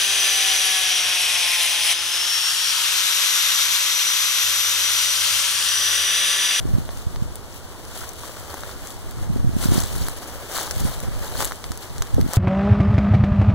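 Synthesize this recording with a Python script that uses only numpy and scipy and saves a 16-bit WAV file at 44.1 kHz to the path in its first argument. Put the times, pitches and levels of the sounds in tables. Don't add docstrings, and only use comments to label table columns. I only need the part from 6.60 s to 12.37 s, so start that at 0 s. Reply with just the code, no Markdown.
import sys
import numpy as np
from scipy import signal
from scipy.fft import rfft, irfft
from scipy.io import wavfile

SR = 44100
rng = np.random.default_rng(int(sys.argv[2]) if len(sys.argv) > 2 else 0)


def inscribe(sig):
    pcm = np.round(np.clip(np.atleast_2d(sig).T, -1, 1) * 32767)
    wavfile.write(sys.argv[1], SR, pcm.astype(np.int16))


N = 254456
TIME = np.arange(N) / SR
FREQS = np.fft.rfftfreq(N, 1 / SR)


def from_db(db):
    return 10 ** (np.asarray(db) / 20)


def unit_rms(x):
    return x / np.sqrt(np.mean(x ** 2) + 1e-20)


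def eq_curve(points):
    hz, db = np.transpose(points)
    return from_db(np.interp(np.log(FREQS + 1), np.log(hz), db))


def filtered(x, gain):
    return irfft(rfft(x) * gain, N)


def rolloff(x, width):
    return 1 / (1 + (x / width) ** 2)


def drift(rate_hz):
    return unit_rms(filtered(rng.standard_normal(N), rolloff(FREQS, rate_hz)))


def add(out, t, sound):
    start = round(t * SR)
    out[:, start:start + sound.shape[-1]] += sound[..., :N - start]


def at_ports(pair, spectrum, apart_hz):
    alike = rolloff(FREQS, apart_hz)
    mid = filtered(pair[0], eq_curve(spectrum) * np.sqrt(1 + alike))
    side = filtered(pair[1], eq_curve(spectrum) * np.sqrt(1 - alike))
    return unit_rms(np.array([mid + side, mid - side]))


# f/Hz, level/dB
TREE_EQ = [(20, -1.5), (90, 12), (140, 1.5), (380, -1), (700, -6.5), (1200, -10), (2000, -17.5),
           (4500, -16.5), (9000, -17), (15500, -25)]

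def trees(level_db=-38.0, sway_db=0.34):
    sigh = at_ports(rng.standard_normal((2, N)), TREE_EQ, apart_hz=895)
    return from_db(level_db + sway_db * drift(rate_hz=4.2)) * sigh


# crest t/s, level/dB, swell or fade time/s
GUST_CUES = [(.12, -27, 0.24), (.625, -28, 0.095), (2.77, -23, 0.22), (3.129, -23, 0.15),
             (3.4, -26.5, 0.14), (4.23, -24.5, 0.093), (4.51, -24, 0.099), (4.78, -32, 0.17),
             (5.121, -28, 0.035), (5.38, -29, 0.065), (5.595, -24, 0.096)]

def air_flow(breeze_db=-42):
    gusts = sum(from_db(db) ** 2 * rolloff(TIME - t, swell_s) ** 3 for t, db, swell_s in GUST_CUES)
    return 10 * np.log10(from_db(breeze_db) ** 2 + gusts)


# f/Hz, level/dB
WIND_EQ = [(10, 1.5), (25, -0.5), (60, 2), (105, -1), (260, -15.5), (370, -22.5), (600, -44), (1500, -67)]

def wind(trim_db=0.5, split_hz=170, small_boost_db=7.5, flutter_db=2.4):
    flow_db = air_flow()
    air = unit_rms(filtered(rng.standard_normal((2, N)), eq_curve(WIND_EQ)))
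    gust_db = flow_db + flutter_db * drift(rate_hz=30)
    large_eddies = filtered(air, rolloff(FREQS, split_hz))
    small_eddies = (air - large_eddies) * from_db(small_boost_db + np.minimum(gust_db - flow_db.max(), 0))
    return from_db(gust_db + trim_db) * (large_eddies + small_eddies)


def swing(t, hz, phase, width_cycles):
    cycles = (TIME - t) * hz
    window = rolloff(cycles, width_cycles) ** 2 * (np.abs(cycles) < 2)
    return window * np.cos(2 * np.pi * (cycles + phase))


# t/s, level/dB, f/Hz
EDDY_HITS = [(.055, -9, 240), (0.139, -1.5, 105), (0.153, -2, 94), (.185, -5.5, 164), (0.471, -7, 84),
             (0.624, -5.5, 118), (2.704, -4, 101), (2.762, -7, 249), (2.847, -2, 133), (2.874, 0, 95),
             (2.893, -11, 190), (2.9673, -3, 168), (3.059, -1, 154), (3.089, -4, 149), (3.121, 2, 210),
             (3.158, -6, 215), (3.181, -0.5, 152), (4.254, -2.5, 137), (5.409, -11, 70), (5.543, -2.5, 80),
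             (5.568, -6, 119), (5.606, -7, 130), (5.628, -5.5, 100)]

def buffets(suction=0.087):
    push = sum(from_db(db) * swing(t, hz, rng.random(), width_cycles=0.36) for t, db, hz in EDDY_HITS)
    return np.array([-suction * push, push])


# t/s, level/dB, f/Hz
PUFF_HITS = [(5.5825, -2.5, 344), (5.5864, -4, 237), (5.5942, 0, 240), (5.664, -7.5, 190), (5.69, -13, 149)]

def puffs(right_share=0.11):
    push = sum(from_db(db) * swing(t, hz, 0, width_cycles=0.37) for t, db, hz in PUFF_HITS)
    return np.array([push, right_share * push])


# t/s, crackle level/dB, crunch level/dB
DRAG_ENVELOPE = [(0, -47, -39), (.62, -51.5, -53.5), (1.22, -49, -44), (1.75, -42, -39.5),
                 (2.9, -51.5, -45), (3.32, -35.5, -38), (3.46, -39.5, -39.5), (3.78, -43, -36),
                 (4.22, -35.5, -35), (4.48, -44.5, -37), (4.73, -42.5, -36.5), (4.95, -46, -47),
                 (5.66, -48.5, -39.5)]
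# t/s, crackle level/dB, crunch level/dB, hold/s
FOOTSTEPS = [(.36, -43.5, -64, .03), (.95, -43.5, -63, 0.017), (1.362, -35.5, -43, 0.045),
             (1.581, -42, -59, 0.12), (1.95, -49, -35.5, 0.028), (2.071, -41.5, -38, 0.031),
             (2.27, -43, -50, 0.049), (3.027, -28.5, -31, 0.023), (3.135, -29, -31, 0.056),
             (3.956, -28.5, -32, 0.051), (4.65, -38.5, -56, 0.034), (4.802, -28.5, -25.5, 0.028),
             (5.23, -44.5, -67, 0.011), (5.737, -33.5, -30, .04)]

def load_on_leaves(attack_db_per_s=219.5, release_db_per_s=178, catch_db=2.12):
    times, *levels = np.transpose(DRAG_ENVELOPE)
    drag_db = np.array([np.interp(TIME, times, db) for db in levels])
    power = from_db(drag_db + catch_db * drift(rate_hz=16)) ** 2
    for t, crackle_db, crunch_db, hold_s in FOOTSTEPS:
        attack_db = attack_db_per_s * np.maximum(t - TIME, 0)
        release_db = release_db_per_s * np.maximum(TIME - t - hold_s, 0)
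        power += from_db(np.array([[crackle_db], [crunch_db]]) - attack_db - release_db) ** 2
    return 10 * np.log10(power)


def fractures(per_s, spread_db, t60):
    onsets = rng.random(N) < per_s / SR
    grains = onsets * from_db(spread_db * np.minimum(rng.exponential(1, N), 4)) ** 2
    decay = from_db(-60 / (t60 * SR)) ** 2
    power = signal.lfilter([1], [1, -decay], grains + 1e-18) / per_s
    return power / power.mean()


# f/Hz, level/dB
CRUNCH_EQ = [(120, -20), (300, 0), (550, 1), (900, -5), (1500, -7.5), (2100, -10), (4000, -15.5)]

def crunch(level_db):
    grains = rng.standard_normal((2, N)) * np.sqrt(fractures(per_s=900, spread_db=0.5, t60=0.015))
    return from_db(level_db) * at_ports(grains, CRUNCH_EQ, apart_hz=1900)


# f/Hz, level/dB
CRACKLE_EQ = [(900, -0.5), (2000, -3.5), (3000, 2.5), (4500, 2.5), (8000, 4), (11000, 1.5), (15500, -1)]

def crackle(level_db, crowding=0.25, near_db=20.0, broad_share=0.58):
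    weight_db = level_db - level_db.mean()
    per_s = 1200 * from_db(crowding * weight_db)
    broad = fractures(per_s, spread_db=2.2, t60=0.0065)
    edges_hz = [0, *np.geomspace(3000, 12000, num=4), SR]
    noise, grains = rng.standard_normal((2, N)), 0
    for low, high in zip(edges_hz, edges_hz[1:]):
        narrow = fractures(per_s, spread_db=2.2, t60=0.0065)
        band = filtered(noise, (FREQS >= low) & (FREQS < high))
        grains = grains + band * np.sqrt(broad_share * broad + (1 - broad_share) * narrow)
    near = np.clip(weight_db / near_db, 0, 1)
    underfoot = at_ports(grains, CRACKLE_EQ, apart_hz=3770)
    around = at_ports(grains, CRACKLE_EQ, apart_hz=1100)
    return from_db(level_db) * (near * underfoot + (1 - near) * around)


def crack(hz, t60=0.0048, width_octaves=0.74, broad=0.1, tail_db=-17, tail_t60=0.04):
    age = np.arange(SR // 20) / SR
    direct = rng.standard_normal(len(age)) * from_db(-60 * age / t60)
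    scatter = rng.standard_normal((2, len(age))) * from_db(tail_db - 60 * age / tail_t60)
    octaves = np.log2((np.fft.rfftfreq(len(age), 1 / SR) + 1) / hz)
    resonance = broad + rolloff(octaves, width_octaves)
    sound = irfft(rfft(direct + scatter) * resonance, len(age))
    far_port, lag_s = rng.integers(2), rng.uniform(0, 0.00005)
    sound[far_port] = np.roll(sound[far_port], round(lag_s * SR))
    return sound / np.sqrt(np.sum(sound ** 2, axis=1, keepdims=True) / (0.002 * SR))


def leaf_ticks(level_db, count=240, low_hz=3850, high_hz=12860, tracking=0.85, spread_db=5, trim_db=1):
    usual_db = level_db.mean() + tracking * (level_db - level_db.mean()) + trim_db
    chance = np.cumsum(from_db(0.5 * level_db))
    out = np.zeros((2, N))
    for when, pitch, strength in rng.random((count, 3)):
        start = np.searchsorted(chance, when * chance[-1])
        hz = low_hz * (high_hz / low_hz) ** pitch
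        tick_db = usual_db[start] + spread_db * (2 * strength - 1)
        add(out, start / SR, from_db(tick_db) * crack(hz, width_octaves=0.084, broad=0.06))
    return out


# t/s, level/dB, f/Hz
SCRAPE_CUES = [(1.413, -36, 1350), (1.437, -29.5, 700), (1.634, -31.5, 1040), (1.694, -33, 550),
               (3.964, -25, 1240), (4.01, -27.5, 730)]

def scrapes():
    out = np.zeros((2, N))
    for t, db, hz in SCRAPE_CUES:
        add(out, t, from_db(db) * crack(hz, t60=0.048, width_octaves=0.34, broad=0.011)[0])
    return out


# t/s, level/dB
LEAF_HITS = [(0.756, -25.5), (1.2513, -35), (1.4916, -26), (1.5334, -34), (1.608, -39), (1.646, -43),
             (2.007, -31), (2.2722, -29), (2.305, -29.5), (2.5103, -30), (3.1425, -26), (3.2031, -18.5),
             (3.2228, -28), (3.3826, -27), (3.9527, -27), (3.9777, -22), (4.0307, -23.5), (4.0673, -29),
             (4.1105, -18), (4.114, -26), (4.204, -26), (4.245, -29), (4.4024, -26), (4.6453, -33),
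             (4.847, -16.5), (4.8528, -18), (4.875, -27), (5.175, -28.5), (5.399, -35), (5.5448, -31),
             (5.7595, -22.5)]

def leaf_cracks(trim_db=1.0, centre_hz=7800, spread_octaves=0.2):
    out = np.zeros((2, N))
    for (t, db), detune in zip(LEAF_HITS, rng.standard_normal(len(LEAF_HITS))):
        add(out, t, from_db(db + trim_db) * crack(centre_hz * 2 ** (spread_octaves * detune)))
    return out


def ring(cycles, decay_cycles):
    return np.sin(2 * np.pi * cycles) * from_db(-60 * cycles / decay_cycles)


# ratio to the knock's pitch, level/dB
TWIG_MODES = [(2.76, 1), (5.4, -4)]
# t/s, crack level/dB, crack f/Hz, knock f/Hz, knock level/dB
SNAP_AND_KNOCK_HITS = [(0.2911, -34.5, 2620, 600, -17), (0.5603, -33, 3360, 1320, -24),
                       (1.942, -30, 9100, 790, -14), (2.035, -41, 3600, 1420, -16),
                       (2.093, -52, 3270, 1340, -20), (3.17, -38, 5000, 1180, -17),
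                       (3.2365, -27, 6000, 900, -20), (3.4848, -21.5, 10000, 1720, -13.5),
                       (3.9847, -32, 4000, 1200, -10), (3.9927, -27, 3700, 1700, -20),
                       (4.072, -32, 6400, 1100, -22), (4.0772, -37, 4000, 1200, -19.5),
                       (4.8048, -17, 10000, 1070, -8.5), (4.8246, -22, 7500, 980, -11),
                       (4.911, -47, 3500, 1220, -16.5), (4.9208, -28, 2960, 1350, -12.5),
                       (5.0412, -26, 3700, 1210, -23), (5.1186, -26, 6140, 1420, -19),
                       (5.382, -29.5, 5200, 1540, -25), (5.4219, -19, 5100, 1390, -18),
                       (5.6122, -26.5, 4770, 1620, -32), (5.7347, -16.5, 11000, 660, -17),
                       (5.7407, -28, 8000, 1100, -18)]

def snaps_and_knock(trim_db=0.5, overtone_db=-8.0, thin_hz=1700, damping_db_per_octave=30):
    out, age = np.zeros((2, N)), np.arange(SR // 20) / SR
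    for t, crack_db, crack_hz, knock_hz, knock_db in SNAP_AND_KNOCK_HITS:
        cycles = age * knock_hz
        thin_db = overtone_db + damping_db_per_octave * min(np.log2(knock_hz / thin_hz), 0)
        overtones = sum(from_db(thin_db + db) * ring(cycles * ratio, 16) for ratio, db in TWIG_MODES)
        knock = ring(cycles, decay_cycles=3.44) + overtones
        hit = from_db(crack_db) * crack(crack_hz) + from_db(knock_db) * knock
        add(out, t, from_db(trim_db) * hit)
    return out


def scene(crackle_trim_db=1.5, crunch_trim_db=-3.0, rumble_ceiling=0.55):
    top_db, pressed_db = load_on_leaves()
    crackle_db, crunch_db = top_db + crackle_trim_db, pressed_db + crunch_trim_db
    rustle = crackle(crackle_db) + leaf_ticks(crackle_db) + crunch(crunch_db)
    accents = snaps_and_knock() + leaf_cracks() + scrapes()
    pressure = wind() + buffets() + puffs()
    rumble = rumble_ceiling * np.tanh(pressure / rumble_ceiling)
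    return trees() + rumble + rustle + accents


# f/Hz, level/dB
RIGHT_PORT_EQ = [(100, 1.5), (1000, -1.5), (3500, -0.5), (5000, -3), (8000, -6.5), (15000, -9)]
# f/Hz, level/dB
WIDENER_EQ = [(200, -4), (2500, -2.65), (2850, -0.9), (3700, -11.5), (5100, -7), (6400, -16.5),
              (15000, -30)]

def record(dry, widener_delay_s=0.0003888, cutoff_hz=15700):
    ports = np.array([dry[0], filtered(dry[1], eq_curve(RIGHT_PORT_EQ))])
    crossfeed = eq_curve(WIDENER_EQ) * np.exp(-2j * np.pi * FREQS * widener_delay_s)
    wide = ports - filtered(ports[::-1], crossfeed)
    high_cut = signal.ellip(10, 0.1, 80, cutoff_hz, fs=SR, output="sos")
    return signal.sosfilt(high_cut, wide)


dry = scene()
out = record(dry)
inscribe(out)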